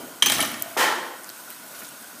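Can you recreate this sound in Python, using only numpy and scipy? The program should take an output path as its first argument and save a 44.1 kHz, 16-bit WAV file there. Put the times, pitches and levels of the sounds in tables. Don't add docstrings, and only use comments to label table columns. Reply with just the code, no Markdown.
import sys
import numpy as np
from scipy import signal
from scipy.io import wavfile
from scipy.ndimage import uniform_filter1d

SR = 44100
rng = np.random.default_rng(int(sys.argv[2]) if len(sys.argv) > 2 else 0)


def makeup_ratio(level_db):
    decades = np.asarray(level_db, float) / 20
    return 10 ** decades


def to_wav(s):
    ch = np.atleast_2d(s).T
    pcm = np.round(np.clip(ch, -1, 1) * 32767)
    wavfile.write(sys.argv[1], SR, pcm.astype(np.int16))


N = 97020


def read(points, hz):
    f, value = np.transpose(points)
    return np.interp(np.log(hz + 1), np.log(f + 1), value)


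def evened(x):
    return x / np.sqrt(np.mean(x ** 2) + 1e-20)


def add(mix, s, sound):
    part = mix[round(s * SR):][:len(sound)]
    part += sound[:len(part)]


def colour(x, gain_of_hz):
    hz = abs(np.fft.fftfreq(4096, 1 / SR))
    log_gain = np.log(np.maximum(gain_of_hz(hz), 1e-5))
    response = np.fft.ifft(np.exp(np.conj(signal.hilbert(log_gain)))).real[:2048]
    return signal.oaconvolve(x, response)[:len(x)]


def band(hz, centre_hz, octaves):
    return np.exp(-(np.log2((hz + 1) / centre_hz) / octaves) ** 2)


def humps(table, hz):
    return sum(makeup_ratio(2 * db) / (1 + (2 * (hz - f) / w) ** 2) for f, w, db in table)


def tail(decay, seconds):
    gap = 12
    taps = np.zeros(int(seconds * SR) // gap * gap)
    at = np.arange(0, len(taps), gap)
    taps[at + rng.integers(0, gap, len(at))] = rng.choice([-1., 1.], len(at))
    hz, t, z = signal.stft(taps, SR, nperseg=256)
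    fade = makeup_ratio(-60 * t / read(decay, hz)[:, None])
    out = signal.istft(z * fade, SR, nperseg=256)[1]
    return out / np.linalg.norm(out)


def struck(modes, focus_hz, contact_s):
    t = np.arange(8000) / SR
    luck = rng.standard_normal((len(modes), 2))
    ring = np.zeros(len(t))
    for (f, db, t60), (a, b) in zip(modes, luck):
        focus_db = 9.5 * np.exp(-(np.log2(f / focus_hz) / 0.15) ** 2)
        pitch = f * (1 + 0.0099 * b)
        ring += makeup_ratio(db + 2.0 * a + focus_db - 60 * t / t60) * np.sin(2 * np.pi * pitch * t)
    ring *= 1 - np.exp(-t / max(contact_s / 3, 1e-4))
    return ring / abs(ring).max()


# f/Hz, level/dB
WATER_TONE = [(24, -60), (40, -25), (266, -4), (407, -9), (1160, -5), (1450, -6.5), (3840, -9.5),
              (14000, -9), (15500, -18.5)]
# f/Hz, width/Hz, level over the wash/dB
HOLLOWS = [(276, 164, 4), (638, 104, 7.5), (985, 47, 6.5), (1459, 106, 10.5), (6530, 140, 1),
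           (8250, 94, 9.5), (10600, 86, 9.5), (14350, 240, 10.5)]
# t/s, level/dB
FLOW = [
    [(0.0, -41.5), (0.2, -44.5), (.7, -41)],
    [(1.2, -44), (1.35, -42.5), (1.5, -41.5), (1.67, -42.5), (1.8, -40), (1.92, -42.5), (2.05, -42.5),
     (2.2, -43.5)],
]


def water():
    grains_per_s, spatter_db, water_db = 1500, -8, -42
    grains = makeup_ratio(3 * np.minimum(rng.exponential(1, N), 5)) * (rng.random(N) < grains_per_s / SR)
    spatter = signal.oaconvolve(grains, np.exp(-np.arange(300) / 32.0))[:N] * rng.standard_normal(N)
    wash = rng.standard_normal(N)
    hz, t, z = signal.stft(wash + makeup_ratio(spatter_db) * evened(spatter), SR, nperseg=512)
    patches = uniform_filter1d(rng.standard_normal(z.shape), size=5, axis=0)
    patches = evened(uniform_filter1d(patches, size=8, axis=1))
    s, flow_db = np.transpose(FLOW[0] + FLOW[1])
    flow = np.interp(t, s, flow_db) - flow_db[-3:].mean()
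    flow = flow * np.interp(hz, [1500, 4000], [0.5, 1])[:, None]
    x = signal.istft(z * makeup_ratio(1.3 * patches + flow), SR, nperseg=512)[1][:N]
    x = colour(x, lambda f: makeup_ratio(read(WATER_TONE, f)) * np.sqrt(1 + humps(HOLLOWS, f)))
    return makeup_ratio(water_db) * x / np.std(x[N // 2:])


# f/Hz, time to fade by 60 dB/s
KITCHEN = [(150, 1), (500, 0.95), (1500, 1), (4000, 0.68), (15000, 0.51)]


def earlier():
    out = np.zeros(N)
    rumble = colour(tail(KITCHEN, 1.0),
                    lambda f: (f / 200) ** 2 / (1 + (f / 200) ** 2) / (1 + (f / 625) ** 2))
    add(out, 0, makeup_ratio(-42) * rumble / np.std(rumble[:2000]))
    return out


# t/s, peak level/dB, f/Hz, time to
# fade by 60 dB/s
CLINKS = [(.03, -38, 257, 0.51), (0, -46, 3070, 0.53), (0.2243, -18.5, 8700, 0.037),
          (.2590, -14, 14600, 0.035), (.2610, -20.5, 10030, .03), (.2960, -20, 10940, 0.037),
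          (.3192, -23, 8330, 0.02), (.3220, -16, 14600, .02), (.4035, -16, 10430, 0.029),
          (0.411, -27, 9400, 0.024), (.4255, -20, 13500, 0.033), (.4250, -22, 9000, 0.019),
          (.6150, -36, 671.7, 0.94), (.6780, -35, 682, 0.25)]


def clinks():
    out = np.zeros(N)
    for s, db, hz, t60 in CLINKS:
        modes = [(hz * k, 0, t60) for k in (.96, 1, 1.03)]
        add(out, s, makeup_ratio(db) * struck(modes, hz, 0.0012))
    return out


# t/s, peak level/dB, centre f/Hz, width/octaves
TICKS = [(0.2, -36.5, 6000, .1), (0.46, -24, 13700, .05), (.517, -20, 13200, .15),
         (0.623, -5.5, 13300, 0.27), (0.6231, -12, 8000, 0.45), (1.235, -25.5, 9450, 0.23),
         (1.244, -23.5, 7400, 0.53), (1.2918, -23, 12000, 0.17), (1.2917, -29, 4500, 0.28),
         (1.3, -23, 4700, 0.8), (1.5032, -18, 12000, 0.55), (1.505, -38, 2900, 0.38),
         (1.679, -35, 11000, 0.2), (1.799, -29, 13000, .35), (1.795, -33.5, 9000, .25),
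         (1.407, -35, 9800, .2), (1.436, -35, 12000, .25), (0.73, -31, 9800, .6),
         (1.889, -27.5, 9550, 0.17)]


def ticks():
    out, t = np.zeros(N), np.arange(2500) / SR
    for s, db, hz, octaves in TICKS:
        fade = makeup_ratio(-60 * t / .0045) + makeup_ratio(-16 - 60 * t / .04)
        burst = 6.5 * (t == 0) + rng.standard_normal(len(t)) * fade
        tick = colour(burst, lambda f: band(f, hz, octaves) + 0.012)
        add(out, s, makeup_ratio(db) * tick / abs(tick).max())
    return out


# t/s, peak level/dB, brightest ring f/Hz, crack level/dB, thud level/dB
KNOCKS = [(.2227, -13, 3350, 0, -16), (0.2300, -21.5, 6130, -3, -3), (0.2593, -8, 6130, -6.5, -17.5),
          (0.266, -7.5, 6212, -11.5, -14), (0.285, -15, 3100, -11, -18), (0.2978, -10, 3800, -6.5, -18.5),
          (0.32, -8, 3800, -11, -15), (0.3403, -20.5, 3020, -16, -7), (0.3577, -19, 6130, -12, -1.5),
          (0.3824, -12.5, 3200, -12.5, -15), (.4030, -11.5, 2275, -10, -8),
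          (0.4117, -15.5, 2275, -4.5, -26), (0.4251, -14, 3010, -8.5, -7), (0.4484, -18.5, 5000, -6, -16),
          (0.472, -23, 3070, -25, -7)]
# f/Hz, level/dB, time to fade by 60 dB/s
MUG = [(1196, -7.5, 0.035), (2275, -11.5, 0.035), (3010, -3.5, 0.036), (3020, -10.5, 0.033),
       (3200, -1.5, 0.057), (3326, 2.5, 0.02), (3800, -14, 0.024), (3950, -10.5, 0.12), (5000, -17, 0.079),
       (6130, -5, 0.027), (6212, -8, 0.053), (7000, -23, 0.028), (8520, -6.5, 0.032), (10900, -5, 0.036)]
# f/Hz, level/dB
CRACK = [(180, -37), (300, -13), (1620, -5), (3130, -4.5), (4570, -9), (6050, -8.5), (15500, -12.5)]


def knocks():
    rings, noises, t = np.zeros(N), np.zeros(N), np.arange(8000) / SR
    contact_s, thud_hz, thud_t60 = 0.0041, 263, 0.18
    ring_db, thud_all_db = -5, -10
    grip = 0.57 + (1 - 0.57) * np.exp(-(t / 0.0058) ** 2)
    for s, db, hz, crack_db, thud_db in KNOCKS:
        a, b = rng.standard_normal((2, len(t)))
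        spots = np.c_[np.arange(13) * 1000 + 3000, np.r_[0, 4.0 * rng.standard_normal(12)]]
        crack = evened(colour(a, lambda f: makeup_ratio(read(CRACK, f) + read(spots, f))))
        crack *= np.exp(-t / (1.94 * contact_s)) * np.minimum(t / 0.00082, 1)
        thud = evened(colour(b, lambda f: 1 / (1 + ((f - thud_hz) / 80) ** 2)))
        thud *= np.minimum(t / 0.016, 1) * makeup_ratio(-60 * t / thud_t60)
        add(rings, s, makeup_ratio(db + ring_db) * struck(MUG, hz, contact_s) * grip)
        add(noises, s, makeup_ratio(db + crack_db) * crack + makeup_ratio(db + thud_db + thud_all_db) * thud)
    return rings, noises


# t/s, peak level/dB, f/Hz, partner f/Hz, held/s
PINGS = [(.2230, -1.5, 3190, 3083, .004), (.2229, -16.5, 1154, 950, 0.0038),
         (.2230, -19.5, 6190, 6050, 0.012), (0.2231, -17, 3940, 5240, .005),
         (.2260, -23.5, 2262, 2204, .014), (.2294, -8.5, 3163, 3050, 0.0053),
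         (.2362, -18, 3070, 3170, 0.0031), (.2612, -13.5, 6070, 6270, 0.0032),
         (.2668, -14.5, 6235, 3120, 0.0074), (0.2831, -16, 3080, 3200, .003),
         (.2980, -13, 3730, 3430, .002), (0.319, -15, 8360, 8250, 0.0059), (0.38, -27, 3160, 3180, 0.0089),
         (0.406, -16, 2993, 2275, 0.0044), (0.406, -22, 10600, 10350, 0.0033),
         (0.4253, -24, 2886, 3210, 0.0066)]


def pings():
    out = np.zeros(N)
    rise_s, stop_s, partner = 0.00062, 0.00094, 0.56
    for s, db, hz, partner_hz, held in PINGS:
        t = np.arange(0, held + 8 * stop_s, 1 / SR)
        shape = (1 - np.exp(-t / rise_s)) * np.exp(-np.maximum(t - held, 0) / stop_s)
        tones = np.sin(2 * np.pi * hz * t) + partner * np.sin(2 * np.pi * partner_hz * t)
        add(out, s, makeup_ratio(db) * shape * tones / (1 + partner))
    return out


# t/s, length/s, rms level/dB, centre f/Hz, width/octaves
RUSTLES = [(0.224, 0.0032, -33, 8900, 1), (0.293, .008, -27, 10000, .6), (0.315, .01, -26, 6000, 1.6),
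           (0.336, .008, -26, 9000, 1), (0.538, 0.0088, -37, 3970, 1.1), (.595, .012, -38, 11000, .7),
           (1.499, 0.012, -46, 2600, .45), (1.675, .012, -44, 11500, .2), (1.743, 0.032, -46, 4460, 1.2),
           (1.785, 0.026, -41.5, 10500, 0.76), (1.815, .024, -42.5, 1710, 0.74),
           (1.84, 0.033, -45.5, 4430, 1.1)]


def rustles():
    out = np.zeros(N)
    for s, length, db, hz, octaves in RUSTLES:
        t = np.arange(2500) / SR / length
        a, b = rng.standard_normal((2, len(t)))
        grains = a * (.4 + (abs(b) > 2) * 2.5)
        rustle = evened(colour(grains, lambda f: band(f, hz, octaves) + .01))
        shape = np.minimum(4 * t, 1) * np.exp(-np.maximum(t, .25) ** 3)
        add(out, s, makeup_ratio(db) * rustle * shape)
    return out


def rattle():
    from_s, top_s, t60, pings_per_s, level_db = .25, 0.327, 0.61, 3000, -33.5
    out, t, crowd = np.zeros(N), np.arange(400) / SR, SR // 2
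    for hz in np.linspace(500, 15200, 60) * rng.uniform(.98, 1.02, 60):
        strength = makeup_ratio(3.0 * np.minimum(rng.exponential(1, crowd), 3))
        hits = strength * (rng.random(crowd) < pings_per_s / 60 / SR)
        ping = makeup_ratio(read(CRACK, hz)) * np.sin(2 * np.pi * hz * t) * np.exp(-t / .001)
        add(out, from_s, signal.oaconvolve(hits, ping))
    clock = np.arange(N) / SR
    rise = np.clip((clock - from_s) / (top_s - from_s), 0, 1)
    return evened(out) * rise * makeup_ratio(level_db - 60 * np.maximum(clock - top_s, 0) / t60)


# t/s, peak level/dB, brightest ring f/Hz
BUMPS = [
    (.263, -14.5, 825),
    (.299, -14, 825),
    (.322, -13, 740),
    (0.391, -6, 2470),
    (0.397, -10, 2230),
    (0.427, -7.5, 706),
    (0.435, -10, 1300),
    (0.541, -16.5, 1880),
    (0.659, -24, 676),
    (1.815, -33.5, 1480),
]
# f/Hz, level/dB, time to fade by 60 dB/s
DISH = [(266, -11.5, 0.053), (641, -0.5, 0.058), (681, 3.5, 0.045), (825, 0.5, 0.07), (1193, -2, 0.13),
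        (1302, 4.5, 0.044), (1771, -5, 0.15), (1830, 0.5, 0.085), (2206, -0.5, 0.047)]


def bumps():
    out = np.zeros(N)
    for s, db, hz in BUMPS:
        add(out, s, makeup_ratio(db - 9) * struck(DISH, hz, 0.0036))
    return out


# f/Hz, time to fade by 60 dB/s
HALL = [(150, 1), (500, 0.99), (1500, 0.8), (4000, 0.74), (15000, 0.42)]
# f/Hz, level/dB
BANG = [(47, -52), (80, -56), (189, -14.5), (594, -7), (884, -5.5), (965, -5), (1790, -3.5), (2490, -8.5),
        (15500, -16)]
# f/Hz, width/Hz, level/dB
BANG_RINGS = [(353, 35, 6), (496, 60, 2.5), (880, 99, 6.5), (1048, 24, 8), (1353, 19, 5.5),
              (1814, 310, 1.5), (3120, 190, 2.5)]


def bang():
    bang_s, treble_late_s, build_s = .7655, 0.0079, 0.048
    echo = colour(tail(HALL, 1.4),
                  lambda f: makeup_ratio(read(BANG, f)) * np.sqrt(1 + humps(BANG_RINGS, f) * 2))
    t = np.arange(len(echo)) / SR
    to_go = np.clip(1 - t / build_s, 0, 1)
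    low = colour(echo, lambda f: 1 / (1 + (f / 1300) ** 4))
    treble = (echo - low) * np.clip((t - treble_late_s) / 0.0062 + 1, 0, 1) ** 2 * makeup_ratio(-5.5 * to_go)
    heard = low * np.minimum(t / 0.002, 1) + treble
    heard *= makeup_ratio((-1.5 - 60 * build_s) * to_go)
    hz, s, z = signal.stft(heard, SR, nperseg=128)
    clumps = uniform_filter1d(rng.standard_normal(z.shape), size=round(.005 * SR / 64), axis=1)
    clumps = evened(uniform_filter1d(clumps, size=24, axis=0))
    heard = signal.istft(z * makeup_ratio(1.1 * clumps), SR, nperseg=128)[1]
    out = np.zeros(N)
    add(out, bang_s, makeup_ratio(-19.5) * heard / np.std(heard[:4400]))
    return out


def scene():
    knock_rings, knock_noises = knocks()
    rings = knock_rings + bumps() + clinks() + pings()
    noises = knock_noises + rattle()
    echo = np.r_[np.zeros(250), tail(KITCHEN, 1.0)]
    room = signal.fftconvolve(makeup_ratio(-4.5) * rings + noises, echo)[:N]
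    mix = rings + noises + makeup_ratio(-4.5) * room
    return (mix + ticks() + rustles() + bang() + earlier() + water())[None]


def band_limit(x):
    return signal.sosfilt(signal.butter(12, 16500, fs=SR, output="sos"), x)


def record(dry):
    def microphone(f):
        bass_cut = 1 / np.sqrt(1 + (89 / (f + 1)) ** 8)
        return bass_cut * makeup_ratio(-42 * np.clip((f - 15200) / 250, 0, 1))

    mic = colour(1.331 * np.tanh(dry[0] / 1.28), microphone)
    return band_limit(mic[None])


dry = scene()
out = record(dry)
to_wav(out)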